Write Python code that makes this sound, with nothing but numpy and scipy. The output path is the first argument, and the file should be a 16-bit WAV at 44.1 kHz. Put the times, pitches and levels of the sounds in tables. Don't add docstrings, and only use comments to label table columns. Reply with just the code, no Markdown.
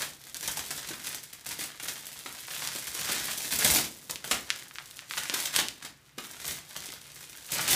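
import sys
import numpy as np
from scipy import signal
from scipy.io import wavfile
from scipy.ndimage import uniform_filter1d

SR = 44100
rng = np.random.default_rng(int(sys.argv[2]) if len(sys.argv) > 2 else 0)


def inscribe(sig):
    pcm = np.round(np.clip(np.atleast_2d(sig).T, -1, 1) * 32767)
    wavfile.write(sys.argv[1], SR, pcm.astype(np.int16))


N = 341775

# time_s, pitch_hz, flutter_db (relative to the crackle)
SHEET_STATE = [(0.03, 5120, -13), (0.45, 6130, -14.5), (1.0, 5240, -16.5), (2.95, 6040, -16),
               (3.12, 5000, -16), (3.35, 6360, -15.5), (4.15, 6600, -9.5), (4.35, 4620, -11),
               (4.8, 6700, -14.5), (5.2, 4200, -19), (5.4, 5310, -21.5), (5.6, 5180, -15),
               (6.19, 3820, -16.5), (6.45, 5620, -14), (7.7, 5220, -14.5)]


def sheet(jerk_decay_s=.0085, taut_drop_octaves=1.6):
    pitch_hz, flutter_db = follow(SHEET_STATE)
    level = np.sqrt(flurries() * pulls() + peels())
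    flips = crease_flips(level)
    jerks = np.sqrt(burst_power(JERKS, jerk_decay_s))
    pitch_hz = pitch_hz * 2 ** (-taut_drop_octaves * jerks / (jerks + level))
    shake = flips * amp(flutter_db) + amp(-7) * jerks * rng.standard_normal(N) + pops()
    return crackle(flips, pitch_hz) + flutter(shake)


# freq_hz, gain_db
FILM_COLOUR = [(300, -8), (800, 1), (1300, -1.5), (1900, 1), (2700, -3), (3500, -1), (5000, -1.5),
               (8000, 1), (11000, 2), (15000, 3.5)]


def crackle(flips, pitch_hz, spread_octaves=.65, drift_octaves=.36, kinds=8):
    kinds_hz = np.geomspace(1500, 14000, kinds)
    drift = unit_rms(uniform_filter1d(rng.standard_normal(N), size=500))
    octave = np.log2(pitch_hz) + drift_octaves * drift + spread_octaves * rng.standard_normal(N)
    kind = np.round(np.interp(octave, np.log2(kinds_hz), np.arange(kinds)))
    ticks = np.zeros(N)
    for k, hz in enumerate(kinds_hz):
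        ticks += signal.oaconvolve(flips * (kind == k), buckle(hz, low_cut_ratio=.43))[:N]
    return colour(ticks, FILM_COLOUR)


def buckle(hz, low_cut_ratio):
    hz = np.clip(hz, 300, SR / 3)
    wave = signal.unit_impulse(256)
    for corner_hz in (hz, min(2 * hz, SR * .45)):
        wave = signal.lfilter(*signal.butter(1, corner_hz, fs=SR), wave)
    wave = signal.lfilter(*signal.butter(4, hz * low_cut_ratio, "high", fs=SR), wave)
    return wave / np.linalg.norm(wave)


def crease_flips(level, ref_per_s=2600, ref_db=-38, crowding=.6, spread_db=4):
    chance = np.clip(ref_per_s / SR * (level / amp(ref_db)) ** crowding, 1e-4, .5)
    size = unit_rms(amp(spread_db * np.minimum(rng.exponential(1, N), 4)))
    flips = (rng.random(N) < chance) * rng.choice([-1, 1], N)
    return flips * size * level / np.sqrt(chance)


def flurries(per_s=100, decay_s=.002, spread_db=2, steady_share=.44):
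    onsets = rng.random(N) < per_s / SR
    strength = amp(spread_db * np.minimum(rng.exponential(1, N), 3)) ** 2
    rises = uniform_filter1d(onsets * strength, size=160)
    power = signal.lfilter([1], [1, -np.exp(-1 / (decay_s * SR))], rises)
    power /= uniform_filter1d(power, size=SR // 12) + power.mean() / 10
    return steady_share + (1 - steady_share) * power


# start_s, length_s, level_db
HAND_PULLS = [(-0.03, 0.055, -33), (0.328, 0.079, -45), (0.412, 0.17, -42), (0.604, 0.38, -42),
              (1.016, 0.13, -37.5), (1.454, 0.066, -36.5), (1.585, 0.043, -32), (1.814, 0.12, -41),
              (1.93, 0.61, -46), (2.46, 0.43, -38), (2.931, 0.15, -34.5), (3.065, 0.075, -30.5),
              (3.162, 0.16, -35), (3.353, 0.125, -37), (3.5, 0.028, -25.5), (3.59, 0.2, -25.5),
              (4.249, 0.033, -40), (4.301, 0.026, -31.5), (4.447, 0.15, -47.5), (5.088, 0.22, -38),
              (5.316, 0.14, -33), (5.521, 0.063, -29), (5.79, 0.034, -45.5), (6.166, 0.4, -48),
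              (6.433, 0.077, -34.5), (6.685, 0.26, -45.5), (7.125, 0.34, -49.5), (7.47, 0.04, -39.5),
              (7.512, 0.14, -31), (7.668, 0.14, -22.5)]


def pulls(grip_s=.025, relax_s=.037, held_db=-52, still_db=-66, uneven_db=1, uneven_s=.03):
    t = np.arange(N) / SR
    hanging_still = (t > 5.89) & (t < 6.18)
    power = amp(np.where(hanging_still, still_db, held_db)) ** 2
    for start_s, length_s, level_db in HAND_PULLS:
        grip = np.clip((t - start_s) / grip_s, 0, 1)
        relax = np.exp(-np.maximum(t - start_s - length_s, 0) / relax_s)
        power += (amp(level_db) * grip * relax) ** 2
    wander = np.interp(t / uneven_s, np.arange(N), rng.standard_normal(N))
    return power * amp(uneven_db * wander) ** 2


# start_s, level_db
LAYER_PEELS = [(0.01, -41), (0.035, -31.5), (0.266, -34.5), (0.356, -35.5), (0.426, -27), (0.476, -20.5),
               (0.512, -26), (0.57, -22), (0.59, -26), (0.705, -26), (0.884, -29.5), (0.91, -34),
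               (1.23, -32.5), (1.328, -34), (1.461, -31.5), (1.506, -29), (1.59, -27), (1.797, -31.5),
               (1.829, -28.5), (1.882, -23), (2.259, -29), (2.618, -27.5), (2.756, -30), (2.875, -32),
               (3.586, -19.5), (3.645, -14.5), (3.709, -21), (3.757, -18), (4.094, -26), (4.109, -34),
               (4.241, -27.5), (4.31, -14.5), (5.176, -25), (5.338, -19), (5.456, -24.5), (5.535, -26),
               (5.56, -19), (5.587, -13.5), (5.848, -29), (6.18, -26.5), (6.762, -30), (7.517, -23.5)]


def peels():
    return burst_power(LAYER_PEELS, decay_s=.0085)


# start_s, peak_db, pitch_hz
CREASE_SNAPS = [(0.2975, -26, 9000), (0.3453, -15.5, 7500), (0.369, -16, 9100), (0.4095, -19, 9100),
                (0.4767, -17, 6200), (2.6743, -10, 6700), (3.6487, -17, 4570), (4.11, -10, 9600),
                (4.1585, -16.5, 4470), (4.5035, -5.5, 3440), (4.5613, -22, 8400), (4.711, -30.5, 2220),
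                (4.7572, -24.5, 2980), (4.7851, -19, 2570), (4.8, -34, 1740), (4.808, -37, 1730),
                (4.858, -29, 8050), (4.911, -25.5, 6100), (4.9918, -21.5, 3240), (5.11, -17.5, 2550),
                (5.137, -20, 2540), (5.1757, -17, 2570), (5.2978, -10, 3640), (5.563, -5, 4480),
                (5.6852, -10.5, 5360), (6.454, -18, 7000), (6.805, -21, 7000), (6.859, -22.5, 8600),
                (6.89, -27, 3800), (6.9224, -20.5, 6900), (7.159, -29, 8000)]


def snaps(ref_corner_hz=5600, ref_pitch_hz=2400):
    out = np.zeros(N)
    for start_s, peak_db, pitch_hz in CREASE_SNAPS:
        corner_hz = min(ref_corner_hz * (pitch_hz / ref_pitch_hz) ** 2, SR * .45)
        wave = signal.lfilter(*signal.butter(2, corner_hz, fs=SR), buckle(pitch_hz, low_cut_ratio=.47))
        add(out, start_s, amp(peak_db) * wave / abs(wave).max())
    return out


# freq_hz, gain_db
FLUTTER_COLOUR = [(20, 1), (45, 4), (70, 0), (100, -16), (135, 7.5), (190, -3.5), (270, 0.5), (400, -3.5),
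                  (600, -2), (1000, -5), (2500, -36.5)]


def flutter(shake):
    impulse_response = colour(signal.unit_impulse(SR // 10), FLUTTER_COLOUR)
    return colour(shake, FLUTTER_COLOUR) / np.linalg.norm(impulse_response)


# start_s, level_db
JERKS = [(0.703, -47), (0.906, -41), (1.59, -42.5), (1.831, -50), (2.257, -46.5), (2.753, -43),
         (3.095, -38), (4.312, -32), (5.297, -39), (5.337, -39.5), (5.586, -36), (5.846, -49.5),
         (6.179, -41), (6.887, -49)]


def pops(swing_hz=300, decay_s=.0013):
    out, t = np.zeros(N), np.arange(SR // 50) / SR
    swing = np.gradient(np.sin(2 * np.pi * swing_hz * t) * t * np.exp(-t / decay_s))
    for start_s, level_db in JERKS:
        add(out, start_s, amp(level_db) * swing / abs(swing).max() / 2)
    return out


def echo(x, delay_s=.0049, sway_s=.00084, sway_hz=.45):
    t = np.arange(N) / SR
    return np.interp(t - delay_s - sway_s * np.sin(2 * np.pi * sway_hz * t), t, x)


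# freq_hz, t60_s
ROOM_DECAY = [(100, 0.44), (260, 0.56), (700, 0.3), (1840, 0.3), (4850, 0.3), (12800, 0.2)]


def room(x, build_s=.0008, patches=12, patch_samples=300):
    hz, t, bands = signal.stft(rng.standard_normal((patches, SR // 2)), SR, nperseg=256)
    decay = amp(-60 * t / at_freq(ROOM_DECAY, hz)[:, None])
    _, tails = signal.istft(bands * decay, SR, nperseg=256)
    tails *= 1 - np.exp(-np.arange(tails.shape[1]) / SR / build_s)
    tails /= np.linalg.norm(tails, axis=1, keepdims=True)
    position = np.arange(patches * patch_samples) / patch_samples
    out = np.zeros(N)
    for k, tail in enumerate(tails):
        distance = abs((position - k) % patches - patches / 2)
        share = np.resize(np.cos(np.pi / 2 * np.minimum(distance, 1)), N)
        out += signal.oaconvolve(x * share, tail)[:N]
    return out


# freq_hz, gain_db
AIR_COLOUR = [(20, 13), (60, -0.5), (100, -4), (142, 5.5), (190, -9), (300, -7.5), (600, -14.5),
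              (2000, -12), (8000, -21.5), (15000, -25)]


def air(rms_db=-58):
    return amp(rms_db) * unit_rms(colour(rng.standard_normal(N), AIR_COLOUR))


def amp(db):
    return 10 ** (np.asarray(db) / 20)


def unit_rms(x):
    return x / np.sqrt(np.mean(x ** 2) + 1e-20)


def at_freq(table, hz):
    freq_hz, value = np.transpose(table)
    return np.interp(np.log(hz + 1), np.log(freq_hz + 1), value)


def follow(table):
    time_s, *columns = np.transpose(table)
    return [np.interp(np.arange(N) / SR, time_s, column) for column in columns]


def add(mix, start_s, sound):
    part = mix[max(round(start_s * SR), 0):][:len(sound)]
    part += sound[:len(part)]


def burst_power(table, decay_s, rise_s=.003):
    power, t = np.zeros(N), np.arange(SR // 4) / SR
    shape = np.minimum(t / rise_s, 1) * np.exp(-t / decay_s)
    for start_s, level_db in table:
        add(power, start_s, (amp(level_db) * shape) ** 2)
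    return power


def colour(x, spectrum, size=4096):
    hz = abs(np.fft.fftfreq(size, 1 / SR))
    log_gain = np.log(amp(at_freq(spectrum, hz)))
    response = np.exp(np.conj(signal.hilbert(log_gain)))
    taps = np.fft.ifft(response).real[:size // 2]
    return signal.oaconvolve(x, taps)[:N]


def scene():
    film = amp(-2) * sheet()
    cracks = snaps()
    early = echo(amp(-13.5) * film + amp(-10.5) * cracks)
    ring = room(amp(-2) * film + amp(-7) * cracks)
    return (film + cracks + early + ring + air())[None]


def record(dry, low_cut_hz=58, high_cut_hz=15500):
    heard = signal.lfilter(*signal.butter(4, low_cut_hz, "high", fs=SR), dry)
    low_pass = signal.firwin(511, high_cut_hz, window=("kaiser", 9), fs=SR)
    return signal.oaconvolve(heard, low_pass[None], "same")


dry = scene()
out = record(dry)
inscribe(out)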